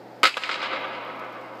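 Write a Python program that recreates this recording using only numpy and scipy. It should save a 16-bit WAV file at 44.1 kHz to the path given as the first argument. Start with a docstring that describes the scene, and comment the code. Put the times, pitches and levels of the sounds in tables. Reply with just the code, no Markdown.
"""A hockey stick slaps the ice and cracks against a puck in a large empty arena; a duller puck landing follows.
Filtered noise bursts make the impacts, damped modes the ring of the stick and the knock of the puck.
Boards and stands return delayed, scattered echoes beside a long, darkening noise reverberation.
Ventilation, mains hum and faint skate ticks lie underneath; a gain control ducks at the crack and recovers."""
import sys
import numpy as np
from scipy import signal
from scipy.fft import rfft, irfft
from scipy.io import wavfile
from scipy.ndimage import uniform_filter1d

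SR = 44100
rng = np.random.default_rng(int(sys.argv[2]) if len(sys.argv) > 2 else 0)


def output_pcm(signal):
    """Save a mono or channel-first signal as 16-bit PCM at the path in sys.argv[1].

    Samples are clipped to [-1, 1] before scaling.
    """
    pcm = np.clip(np.atleast_2d(signal).T, -1, 1) * 32767
    wavfile.write(sys.argv[1], SR, np.round(pcm).astype(np.int16))


N = 70560
TIME_S = np.arange(N) / SR
CONTACT_T60_S = 0.0017


def undb(db):
    """Decibels to amplitude gain."""
    return 10 ** (np.asarray(db) / 20)


def fade(t60_s):
    """Exponential decay from the first sample, -60 dB at t60_s."""
    return np.exp(-np.log(1000) * TIME_S / max(t60_s, 1e-3))


def colour(x, points):
    """Minimum-phase filter through (frequency [Hz], level [dB]) points; keeps the power of white noise."""
    hz, db = np.array(points).T
    log_hz = np.log(np.fft.rfftfreq(2 * N, 1 / SR) + 1)
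    gain = undb(np.interp(log_hz, np.log(hz), db))
    gain = gain / np.sqrt(np.mean(gain ** 2))
    cepstrum = irfft(np.log(gain))
    # fold onto positive time: causal response
    cepstrum[1:N] *= 2
    cepstrum[N + 1:] = 0
    response = np.exp(rfft(cepstrum))
    return irfft(rfft(x, 2 * N) * response)[:N]


def soften(x, cutoff_hz):
    """Two-pole low-pass."""
    sos = signal.butter(2, min(cutoff_hz, SR / 2 - 1), fs=SR, output="sos")
    return signal.sosfilt(sos, x)


def delay(x, delay_s):
    """The same sound delay_s later."""
    return np.concatenate([np.zeros(int(delay_s * SR)), x])[:N]


def burst(t60_s):
    """Decaying noise, its spectrum evened out, with the energy of fade(t60_s)."""
    x = rng.standard_normal(N) * fade(t60_s)
    for _ in range(2):
        flat = irfft(np.exp(1j * np.angle(rfft(x))), N)
        x = flat * fade(2 * t60_s)
    return x * np.sqrt(np.sum(fade(t60_s) ** 2) / np.sum(x ** 2))


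def ring(modes):
    """Damped modes struck together, building up over the contact."""
    out = 0
    for hz, db, t60_s in modes:
        tone = np.cos(2 * np.pi * hz * TIME_S)
        out = out + undb(db) * tone * fade(t60_s) * (1 - fade(CONTACT_T60_S))
    return out


# blade on ice and puck: (time [s], relative level [dB], low-pass cutoff [Hz])
BLADE_CONTACTS = [(0.2318, -4, 8550), (0.2355, 5, 1770), (0.2397, -1, 7960), (0.2445, 0.5, 2970),
                  (0.2527, 6.5, 2580), (0.255, 4.5, 6170), (0.2614, -6, 7450), (0.263, -29, 6000),
                  (0.2712, -4.5, 8250)]
# crack spectrum: (frequency [Hz], relative level [dB])
CRACK_SPECTRUM = [(60, -18.5), (170, -24.5), (310, -10.5), (500, -12), (950, -7.5), (1300, 1.5), (1750, -4),
                  (2200, 1.5), (2800, -2.5), (5000, -3), (5700, -15.5), (8000, -12), (9400, -23),
                  (10800, -13.5), (15000, -20)]
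CRACK_DB, CRACK_T60_S = -7, 0.018
RATTLE_DB, RATTLE_T60_S = -14, 0.15


def shot():
    """Each contact cracks and rattles the blade, with its own level and brightness."""
    out = 0
    for time_s, db, cutoff_hz in BLADE_CONTACTS:
        crack = undb(CRACK_DB) * burst(CRACK_T60_S)
        rattle = undb(RATTLE_DB) * rng.standard_normal(N) * fade(RATTLE_T60_S)
        impact = soften(colour(crack + rattle, CRACK_SPECTRUM), cutoff_hz)
        out = out + undb(db) * delay(impact, time_s)
    return out


# stick resonances: (frequency [Hz], relative level [dB], t60 [s])
STICK_RESONANCES = [(311, -25, .08), (524.5, -18, 0.071), (1139, -46, 0.11), (1282, -4.5, 0.067),
                    (1358, -9, 0.058), (1507.2, -8, 0.036), (2085, -14.5, 0.045), (2253, -26.5, .11),
                    (2640, -25, 0.3), (2923, -22.5, 0.19), (3295, -29, 0.24), (3734, -20, 0.11),
                    (3844, -23.5, 0.16), (4714, -27, 0.26)]
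STICK_DB, STICK_HALL_DB = -7.5, -3.5  # STICK_HALL_DB: extra gain into the arena


def stick():
    """Every contact feeds energy into the modes of the stick, which then ring down."""
    energy = sum(undb(db) ** 2 * delay(fade(CONTACT_T60_S), time_s) for time_s, db, _ in BLADE_CONTACTS)
    energy = energy / np.sum(fade(CONTACT_T60_S))
    since_first_s = TIME_S - BLADE_CONTACTS[0][0]
    out = 0
    for hz, db, t60_s in STICK_RESONANCES:
        energy_leak = np.exp(-2 * np.log(1000) / t60_s / SR)
        stored = signal.lfilter([1], [1, -energy_leak], energy)
        out = out + undb(db) * np.sqrt(stored) * np.sin(2 * np.pi * hz * since_first_s)
    return undb(STICK_DB) * out


# puck on ice: (time [s], level [dB])
PUCK_CONTACTS = [(0.3694, -15), (0.3718, -15), (0.3777, -17.5)]
# landing spectrum: (frequency [Hz], relative level [dB])
LANDING_SPECTRUM = [(60, -22), (200, -15), (320, -3), (520, 5), (900, 2), (1300, 10.5), (1900, -3.5),
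                    (2800, 4.5), (3800, -3.5), (4600, -11.5), (7500, -18), (9500, -19.5), (12000, -16),
                    (15000, -29)]
# landing resonances: (frequency [Hz], relative level [dB], t60 [s])
LANDING_RESONANCES = [(547, -15.5, 0.042), (1250, -22, 0.019), (1286, -3, 0.049), (1633, -14.5, 0.18),
                      (3475, -16, .05), (3900, -14.5, 0.052), (7240, -22.5, .04)]
LANDING_T60_S, LANDING_CUTOFF_HZ = 0.032, 7100
LANDING_HALL_DB = 8.5  # extra gain into the arena


def landing():
    """The puck slaps down on the ice, one edge after the other: noise bursts plus damped modes."""
    body = ring(LANDING_RESONANCES)
    out = 0
    for time_s, db in PUCK_CONTACTS:
        slap = colour(burst(LANDING_T60_S), LANDING_SPECTRUM)
        out = out + undb(db) * delay(slap + body, time_s)
    return soften(out, LANDING_CUTOFF_HZ)


# slaps from the far side: (time [s], relative level [dB], centre [Hz], width [Hz], t60 [s])
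FAR_SLAPS = [(0.341, -14, 2560, 250, 0.029), (0.435, -14.5, 2430, 550, 0.075),
             (0.4903, -14.5, 1200, 450, 0.084), (0.5408, -16.5, 2498, 500, 0.027),
             (0.6183, -30, 2554, 1200, .025)]
SLAP_RISE_S, SLAP_TOP_HZ = 0.0019, 5100


def slaps():
    """Short narrow-band slaps thrown back from the far side of the rink."""
    out = 0
    for time_s, db, hz, width_hz, t60_s in FAR_SLAPS:
        source = burst(t60_s) * np.minimum(TIME_S / SLAP_RISE_S, 1)
        b, a = signal.iirpeak(hz, hz / width_hz, fs=SR)
        band = signal.lfilter(b, a, source)
        width_makeup = np.sqrt(SR / width_hz / np.pi)
        out = out + undb(db) * width_makeup * delay(band, time_s)
    return soften(soften(out, SLAP_TOP_HZ), SLAP_TOP_HZ)


# boards, glass and stands: (delay [s], level [dB], low-pass cutoff [Hz], scatter t60 [s])
REFLECTIONS = [(0.09, -54, 7040, 0.014), (0.184, -21.5, 8100, 0.039), (0.205, -22.5, 5000, 0.17),
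               (0.258, -17, 6900, 0.044), (0.288, -22, 5860, 0.043), (0.362, -21.5, 4000, 0.026),
               (0.388, -23.5, 4630, 0.066), (0.472, -19, 2400, 0.079), (0.596, -33, 2000, 0.13),
               (0.691, -34, 3800, 0.11), (0.845, -25, 1210, 0.027), (0.985, -29, 1481, 0.046)]


def echoes():
    """Response of the large surfaces: each reflection is late, dulled and a little scattered."""
    out = 0
    for delay_s, db, cutoff_hz, t60_s in REFLECTIONS:
        scatter = burst(t60_s)
        scatter = scatter / np.linalg.norm(scatter)
        out = out + undb(db) * delay(soften(scatter, cutoff_hz), delay_s)
    return out


# arena reverberation: (band centre [Hz], relative level [dB], t60 [s])
HALL_BANDS = [(101.5, -28, 3.4), (304, 4, 6.67), (383, -4.5, 6.5), (560, 1.5, 6), (953, 5.5, 4.05),
              (1296, -8.5, 6.16), (2500, 2, 2.57), (4440, 1, 1.48), (7700, 11.5, 0.65), (15000, 13, 0.51)]
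HALL_STEP_DB, HALL_STEP_AT_S, HALL_STEP_WIDTH_S, HALL_ONSET_S = -5.5, 0.37, 0.034, 0.15


def hall():
    """Diffuse response: thin until the far stands answer, then dying away, mostly treble first."""
    log_hz = np.log(np.fft.rfftfreq(N, 1 / SR) + 1)
    centres = np.log(np.array(HALL_BANDS)[:, 0])
    noise = rfft(rng.standard_normal(N))
    out = 0
    for selector, (_, db, t60_s) in zip(np.eye(len(HALL_BANDS)), HALL_BANDS):
        band = irfft(noise * np.interp(log_hz, centres, selector), N)
        out = out + undb(db) * band * fade(t60_s)
    # 1.25 steps early, 0.25 step late
    steps = 0.5 * (1.5 - np.tanh((TIME_S - HALL_STEP_AT_S) / HALL_STEP_WIDTH_S))
    onset = np.minimum(TIME_S / HALL_ONSET_S, 1)
    return out * undb(HALL_STEP_DB * steps) * onset / np.sqrt(SR)


FLUTTER_RMS_DB, FLUTTER_POINTS_PER_S = 0.5, 35


def flutter():
    """Uneven density of the reflections: a random gain, interpolated between points."""
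    wander = np.interp(TIME_S * FLUTTER_POINTS_PER_S, np.arange(N), rng.standard_normal(N))
    return undb(FLUTTER_RMS_DB * wander)


# skate tick spectrum: (frequency [Hz], relative level [dB])
SKATE_SPECTRUM = [(200, -25), (2500, -2), (4800, 1.5), (6000, -3), (9500, -19.5), (13000, -5), (15500, -23)]
SKATE_DB, SKATE_PER_S, SKATE_SPREAD_DB, SKATE_T60_S = -56, 21, 6, 0.043


def skates():
    """Gliding blades chip the ice: random decaying ticks shape a hiss."""
    chips, hiss = np.zeros(N), rng.standard_normal(N)
    for when, size in rng.random((int(SKATE_PER_S * N / SR), 2)):
        chips[int(when * N)] += undb(-SKATE_SPREAD_DB * size)
    envelope = signal.fftconvolve(chips, fade(SKATE_T60_S))[:N]
    return colour(undb(SKATE_DB) * hiss * envelope, SKATE_SPECTRUM)


# ventilation spectrum: (frequency [Hz], relative level [dB])
AIR_SPECTRUM = [(25, -25), (75, -30), (110, -38), (170, -1.5), (300, 3), (500, 2), (850, 2.5), (1050, -10),
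                (1500, -9), (3200, -23.5), (4900, -21.5), (5900, -32), (8500, -36.5), (10000, -40.5),
                (15000, -37)]
AIR_DB, HUM_HZ, HUM_DB = -43.5, 121, -55.5  # RMS levels


def ventilation():
    """Steady rush of air as coloured noise, with an electrical hum as a sine."""
    air = undb(AIR_DB) * colour(rng.standard_normal(N), AIR_SPECTRUM)
    hum = np.sqrt(2) * np.sin(2 * np.pi * HUM_HZ * TIME_S)
    return air + undb(HUM_DB) * hum


def scene():
    """Shot and landing, heard directly and through the arena, over the background."""
    crack, body, knock = shot(), stick(), landing()
    sent = crack + undb(STICK_HALL_DB) * body + undb(LANDING_HALL_DB) * knock
    response = echoes() + hall() * flutter()
    arena = signal.fftconvolve(sent, response)[:N]
    return (crack + body + knock + slaps() + arena + ventilation() + skates())[None]


LOW_CUT_HZ, TOP_HZ = 122, 15300
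LIMIT_DB, DETECT_S, RELEASE_S = -10.5, 0.0022, 0.43  # RELEASE_S: time constant


def record(dry):
    """The bass is cut; a limiter clamps at once and lets go slowly; the top is cut."""
    low_cut = signal.butter(3, LOW_CUT_HZ, "high", fs=SR, output="sos")
    x = signal.sosfilt(low_cut, dry[0])
    level = np.sqrt(np.abs(uniform_filter1d(x ** 2, int(DETECT_S * SR) + 1)))
    leak = np.exp(-TIME_S / RELEASE_S)
    held = np.maximum.accumulate(level / leak) * leak  # peak hold with exponential release
    gain = np.minimum(1, undb(LIMIT_DB) / (held + 1e-9))
    top_cut = signal.ellip(8, 0.2, 70, TOP_HZ, fs=SR, output="sos")
    return signal.sosfilt(top_cut, x * gain)[None]


dry = scene()
out = record(dry)
output_pcm(out)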